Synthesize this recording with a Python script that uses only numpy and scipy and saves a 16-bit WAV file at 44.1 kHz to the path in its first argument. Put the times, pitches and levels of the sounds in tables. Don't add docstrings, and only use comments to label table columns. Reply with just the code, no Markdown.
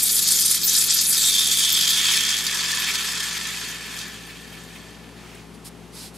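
import sys
import numpy as np
from scipy import signal
from scipy.fft import rfft, irfft, next_fast_len
from scipy.io import wavfile
from scipy.ndimage import map_coordinates

SR = 44100
rng = np.random.default_rng(int(sys.argv[2]) if len(sys.argv) > 2 else 0)


def generate_wav(sig):
    pcm = np.round(np.clip(np.atleast_2d(sig).T, -1, 1) * 32767).astype(np.int16)
    wavfile.write(sys.argv[1], SR, pcm)


N = 272097
TIME = np.arange(N) / SR
TOP_HZ = 15700


def amp(db):
    return 10 ** (np.asarray(db) / 20)


def unit(x):
    return x / np.sqrt(np.mean(x ** 2) + 1e-20)


def along(points, hz):
    f, values = np.transpose(points)
    return np.interp(np.log(hz + 1), np.log(f), values)


def bell(x, centre, width, order=2):
    return .5 ** (np.abs(2 * (x - centre) / width) ** order)


def ramp(start, end):
    return np.clip((TIME - start) / (end - start), 0, 1)


def wobble(rate):
    return map_coordinates(rng.standard_normal(int(N * rate / SR) + 4), [TIME * rate])


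def noise():
    return rng.standard_normal((2, N))


def filtered(x, response):
    size = next_fast_len(N + SR // 2)
    return irfft(rfft(x, size) * response(np.fft.rfftfreq(size, 1 / SR)), size)[..., :N]


def coloured(x, spectrum):
    return unit(filtered(x, lambda hz: amp(along(spectrum, hz))))


def ringing(x, modes):
    def response(f):
        return sum((-1) ** k * amp(db) * 1j * f * width / (hz * hz - f * f + 1j * f * width)
                   for k, (hz, width, db) in enumerate(modes))
    return unit(filtered(x, response))


def room(air_db=-46):
    # f/Hz, level/dB
    tones = [(59.2, -50), (118.6, -54.5), (167.5, -47), (211, -54), (280, -55.5), (361, -56),
             (413.5, -56.5)]
    # f/Hz, gain/dB
    spectrum = [(35, -26), (78, -27), (105, -1), (140, -9.5), (180, -1), (240, 1.5), (310, -6.5), (450, -4),
                (560, -11.5), (820, -8.5), (920, -12), (1100, -12.5), (1700, -17.5), (2200, -16.5),
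                (12000, -28.5), (14500, -46)]
    hum = 0
    for hz, db in tones:
        gain = amp(db + 0.19 * wobble(2.93))
        hum += gain * np.sin(2 * np.pi * hz * TIME + 0.0022 * hz * wobble(5))
    return amp(air_db) * coloured(noise(), spectrum) + np.array([hum, np.zeros(N)])


def voice_db(dry_db, wet_gain_db, flow_power):
    # t/s, level/dB
    flow = [(2.1, -17), (2.48, -22.5), (2.82, -22.5), (2.845, -23.5), (3.0, -24), (3.68, -29.5),
            (3.78, -35), (3.96, -34), (3.99, -31.5), (4.08, -38), (4.33, -45.5), (4.75, -47.5), (5.1, -56)]
    times, levels = np.transpose(flow)
    flow_db = np.interp(TIME, times, levels) - 28 * np.maximum(TIME - times[-1], 0)
    wetness = ramp(0.57, 2.64)
    return dry_db + wet_gain_db * wetness + flow_power * (flow_db - flow_db[0])


def fizz(rate, spread_db, share, size=40):
    when, pitch, strength, phase = rng.random((int(rate * N / SR), 4)).T[:, :, None]
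    k = np.arange(size)
    fades = amp(spread_db * strength ** 2) * np.exp(-np.pi * k / size)
    grains = fades * np.sin(2 * np.pi * (pitch * TOP_HZ * k / SR + phase))
    places = (when * N).astype(int) + k
    clicks = np.bincount(places.ravel(), grains.ravel(), N + size)[:N]
    pair = unit(np.array([clicks, np.roll(clicks, size)]))
    return np.sqrt(share) * pair + np.sqrt(1 - share) * noise()


def shifting(x, depth_db, width_hz=280, length_s=.045):
    hz, t, slices = signal.stft(x, SR, nperseg=512)
    where = np.meshgrid(hz / width_hz, t / length_s, indexing="ij")
    peaks = map_coordinates(rng.standard_normal(slices.shape[1:]), where, mode="nearest")
    return unit(signal.istft(slices * amp(depth_db * peaks), SR, nperseg=512)[1][:, :N])


def crackle(rate=130, length_s=0.00325):
    tears = (rng.random(N) < rate / SR) * 1.0
    pulse = bell(TIME[:SR // 20], 1 / 40, length_s)
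    surges = np.tanh(signal.fftconvolve(tears, pulse, "same"))
    return unit(surges - surges.mean())


def jet(change_db):
    # f/Hz, gain/dB
    spectrum = [(400, -58), (1300, -12.5), (2900, -11), (3300, -0.7), (4600, 3.5), (7600, 0.5), (9500, -7),
                (12000, -15), (16000, -46)]
    level_db = voice_db(dry_db=-22.5, wet_gain_db=0.099, flow_power=1.095) + change_db
    hiss = shifting(fizz(rate=3800, spread_db=11, share=0.42), depth_db=1.75)
    return amp(level_db) * coloured(hiss, spectrum)


def spray(change_db):
    # f/Hz, gain/dB
    spectrum = [(3000, -44), (7000, 0), (9400, 2.5), (11200, 1.5), (12800, 0.5), (14800, -7), (15700, -31)]
    level_db = voice_db(dry_db=-22.5, wet_gain_db=-13, flow_power=0.79) + change_db
    sizzle = shifting(fizz(rate=3200, spread_db=10, share=0.48), depth_db=3.5)
    return amp(level_db) * coloured(sizzle, spectrum)


def leak():
    # t/s, length/s, jet dip/dB, spray dip/dB
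    chokes = [(0.041, 0.068, 4, -1), (0.136, 0.042, 4.5, -0.5), (0.209, 0.013, 5, 4), (0.253, .022, 3, 9),
              (0.613, 0.076, 4, 11), (0.658, 0.011, 6, 8), (0.859, 0.043, 3.5, -0.5), (0.901, .045, -2, 8),
              (0.994, 0.034, -2.5, 11), (1.04, .03, 4.5, 3), (1.09, 0.041, 7, -3)]
    jet_dip_db = sum(db * bell(TIME, s, length, order=4) for s, length, db, _ in chokes)
    spray_dip_db = sum(db * bell(TIME, s, length, order=4) for s, length, _, db in chokes)
    sputter = np.interp(TIME, [2.6, 4.4], [1, .7])
    surge = crackle() * np.interp(TIME, [1.2, 2.2, 4.4], [.3, 1, .6])
    flow = amp(sputter * (0.28 * wobble(55) + 1.4 * wobble(230)))
    hiss = jet(1.8 * surge - jet_dip_db)
    hiss += spray(2.7 * surge + 2.6 * sputter * wobble(90) - spray_dip_db)
    hiss += foam(0.67 * surge + 0.53 * wobble(40))
    return flow * (hiss + neck() + bottle_ring())


def spits(width_hz=1000, flutter=0.23):
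    # t/s, length/s, f/Hz, level/dB
    clearings = [(0.037, .02, 12500, -24), (0.284, .025, 4770, -27), (0.468, .1, 5000, -29),
                 (0.641, 0.019, 4500, -23), (0.655, 0.04, 14200, -23), (0.689, 0.025, 5960, -19),
                 (0.722, .012, 7250, -24), (0.758, 0.016, 5000, -22), (0.805, 0.032, 7750, -25),
                 (0.905, 0.021, 4950, -23), (.908, .024, 7440, -24), (0.944, 0.016, 11600, -22),
                 (0.983, 0.039, 5150, -29), (1.094, 0.063, 10050, -24), (1.246, .11, 7650, -24),
                 (1.584, 0.19, 9250, -32), (1.728, .015, 12900, -23), (1.895, .05, 14000, -34),
                 (2.803, .035, 11800, -34), (5.353, .005, 9200, -47)]
    spurts = 0
    for s, length, hz, db in clearings:
        opening = [(hz, width_hz + 14 / length, 0)]
        ring = ringing(ringing(noise(), opening), opening)
        spurts += amp(db) * bell(TIME, s, length, order=6) * ring
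    return spurts * (1 + flutter * np.tanh(2 * wobble(220)))


def foam(change_db):
    # f/Hz, gain/dB
    spectrum = [(300, -44), (700, -13), (1100, -13), (1750, -1.5), (2700, 1.5), (3400, -1.5), (4500, -5),
                (7000, -11), (15000, -50)]
    level_db = voice_db(dry_db=-41, wet_gain_db=13.66, flow_power=0.7) + change_db
    froth = shifting(fizz(rate=1800, spread_db=9, share=0.38), depth_db=1.5)
    return amp(level_db) * coloured(froth, spectrum)


def neck(opens_s=1.16, rise_s=0.042, settle_s=.17, width_hz=265, overtone_db=-14):
    # t/s, length/s, gain/dB
    swells = [(1.39, 0.08, 2.5), (1.54, 0.17, -2.5), (1.637, 0.029, 6.5), (1.77, 0.041, 2.5),
              (2.34, 0.047, 5.5)]
    shut = 1 - ramp(opens_s - rise_s / 2, opens_s + rise_s / 2)
    level_db = voice_db(dry_db=-25.5, wet_gain_db=-1.2, flow_power=1.57) - 18 * shut
    level_db += sum(db * bell(TIME, s, length) for s, length, db in swells)
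    pitch_hz = 3372 + 420 * np.exp(-np.maximum(TIME - opens_s, 0) / settle_s)
    phase = 2 * np.pi * np.cumsum(pitch_hz + 40 * wobble(14)) / SR
    ring = 0
    for k in range(3):
        band = filtered(noise(), lambda f: (f < 2 * width_hz) / (1 + 2j * f / width_hz))
        ring += amp(overtone_db * k) * (band[0] + 1j * band[1]) * np.exp(1j * (k + 1) * phase)
    return amp(level_db) * unit(np.array([ring.real, ring.imag]))


def bottle_ring():
    # f/Hz, width/Hz, gain/dB
    modes = [(1086, 500, -8), (1772, 207, 2.5), (3100, 670, -4), (4430, 1350, -6.5)]
    level_db = voice_db(dry_db=-67, wet_gain_db=37.8, flow_power=0.71) + 2.2 * wobble(80)
    return amp(level_db) * ringing(noise(), modes)


def gulps():
    # t/s, length/s, level/dB
    slugs = [(2.102, 0.26, -30.5), (2.638, 0.023, -31), (2.886, 0.043, -27), (2.997, 0.026, -29),
             (3.863, 0.023, -37.5), (4.302, 0.027, -42.5), (4.54, 0.032, -43), (4.763, 0.016, -41.5)]
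    # f/Hz, gain/dB
    spectrum = [(700, -24), (1700, -4.5), (2600, -0.5), (6000, -21.5)]
    push = sum(amp(db) * bell(TIME, s, length, order=3) for s, length, db in slugs)
    return push * coloured(noise(), spectrum)


def pops(fade_s=0.04, rise_s=.003, level_db=-15):
    # t/s, relative level/dB
    bubbles = [(2.2907, -1.5), (2.366, -10), (2.466, 0), (2.7107, -4), (2.954, -2.5), (3.203, -5),
               (3.5294, -16), (3.988, -10)]
    spectrum = [(500, -32), (1600, -13), (4500, 5.5), (9000, -5), (15000, -15)]  # f/Hz, gain/dB
    bursts = 0
    for s, db in bubbles:
        onset = ramp(s - rise_s / 2, s + rise_s / 2)
        bursts += onset * amp(db + level_db - 60 * np.abs(TIME - s) / fade_s)
    return bursts * coloured(noise(), spectrum)


def whistle(start_s=2.4, end_s=5.02, edge_s=0.25, fade_db_per_s=3):
    # f/Hz, width/Hz, gain/dB
    modes = [(8140, 100, 0), (12900, 90, -7.5), (7090, 55, -1), (5770, 55, -3), (6450, 50, -5),
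             (10500, 90, -9)]
    gate = ramp(start_s, start_s + edge_s) - ramp(end_s - edge_s, end_s)
    level_db = -47.5 - fade_db_per_s * (TIME - start_s) + 1.6 * wobble(26)
    return gate * amp(level_db) * ringing(noise(), modes)


def sleeve(at_s=5.305, length_s=0.25, level_db=-48):
    # f/Hz, gain/dB
    spectrum = [(400, -13), (1100, -9), (2300, -2.5), (3500, -10), (7000, -13), (14000, -26)]
    return amp(level_db) * bell(TIME, at_s, length_s, order=4) * coloured(noise(), spectrum)


def puffs():
    # t/s, length/s, level/dB, treble lift/dB
    hisses = [(5.551, 0.021, -54, 1), (5.669, 0.04, -40, 1), (6.014, 0.14, -39.6, -3.5),
              (6.165, 0.047, -46.5, 0)]
    # f/Hz, gain/dB
    spectrum = [(500, -19), (1300, -12), (2700, -10), (4800, -1), (6200, -8), (9300, -2), (12000, -6),
                (15000, -22)]
    sound = 0
    for s, length, db, lift_db in hisses:
        hiss = coloured(coloured(noise(), spectrum), [(5500, 0), (9500, lift_db)])
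        sound += amp(db) * bell(TIME, s, length, order=4) * hiss
    return sound


def tub(x, fade_s=0.097, ring_db=-7):
    # f/Hz, width/Hz, gain/dB
    bands = [(590, 100, -8), (880, 90, -3), (1210, 80, -6), (1510, 200, -2.5), (1730, 190, 1),
             (2020, 150, -3.5), (2610, 70, 3), (2720, 50, -3), (2960, 100, -8), (3190, 130, 1.5),
             (3530, 130, 1.5), (3770, 120, -4.5), (4160, 170, -5), (4680, 150, 1.5), (4860, 90, -3),
             (5240, 140, 3.5), (5730, 130, -3.5), (6400, 150, -4), (7720, 100, -4.5), (8900, 380, -5),
             (10480, 400, 2), (10830, 120, -4), (11200, 260, 1.5)]
    near = filtered(x, lambda f: amp(sum(db * bell(f, hz, width) for hz, width, db in bands)))
    t = np.arange(SR // 4) / SR
    tail = rng.standard_normal((2, len(t))) * amp(-60 * t / fade_s)
    tail /= np.linalg.norm(tail[0])
    return near + amp(ring_db) * signal.fftconvolve(near, tail, axes=1)[:, :N]


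def stereo(pair):
    # f/Hz, likeness (1 = the same)
    likeness = [(60, 0.91), (600, 0.77), (1700, 0.92), (5000, 0.79), (8500, 0.92), (13000, 0.92)]
    # f/Hz, left minus right/dB
    balance = [(200, 4.9), (700, 4.2), (1750, 2.6), (2400, -2.8), (3400, -2.6), (4600, 2), (8000, 1),
               (15000, .7)]

    def weights(hz):
        angle = np.arccos(along(likeness, hz)) / 2
        return np.array([np.cos(angle), np.sin(angle)])
    mid, side = filtered(pair, weights)
    left_right = np.array([mid + side, mid - side])
    return filtered(left_right, lambda hz: amp(np.outer([.5, -.5], along(balance, hz))))


def scene():
    bottle = tub(leak() + spits() + gulps() + pops()) + whistle()
    lean_right = amp([[-1.3], [1.3]])
    return stereo(bottle + sleeve() + room()) + lean_right * stereo(puffs())


def record(dry):
    return filtered(dry, lambda hz: hz < TOP_HZ)


dry = scene()
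out = record(dry)
generate_wav(out)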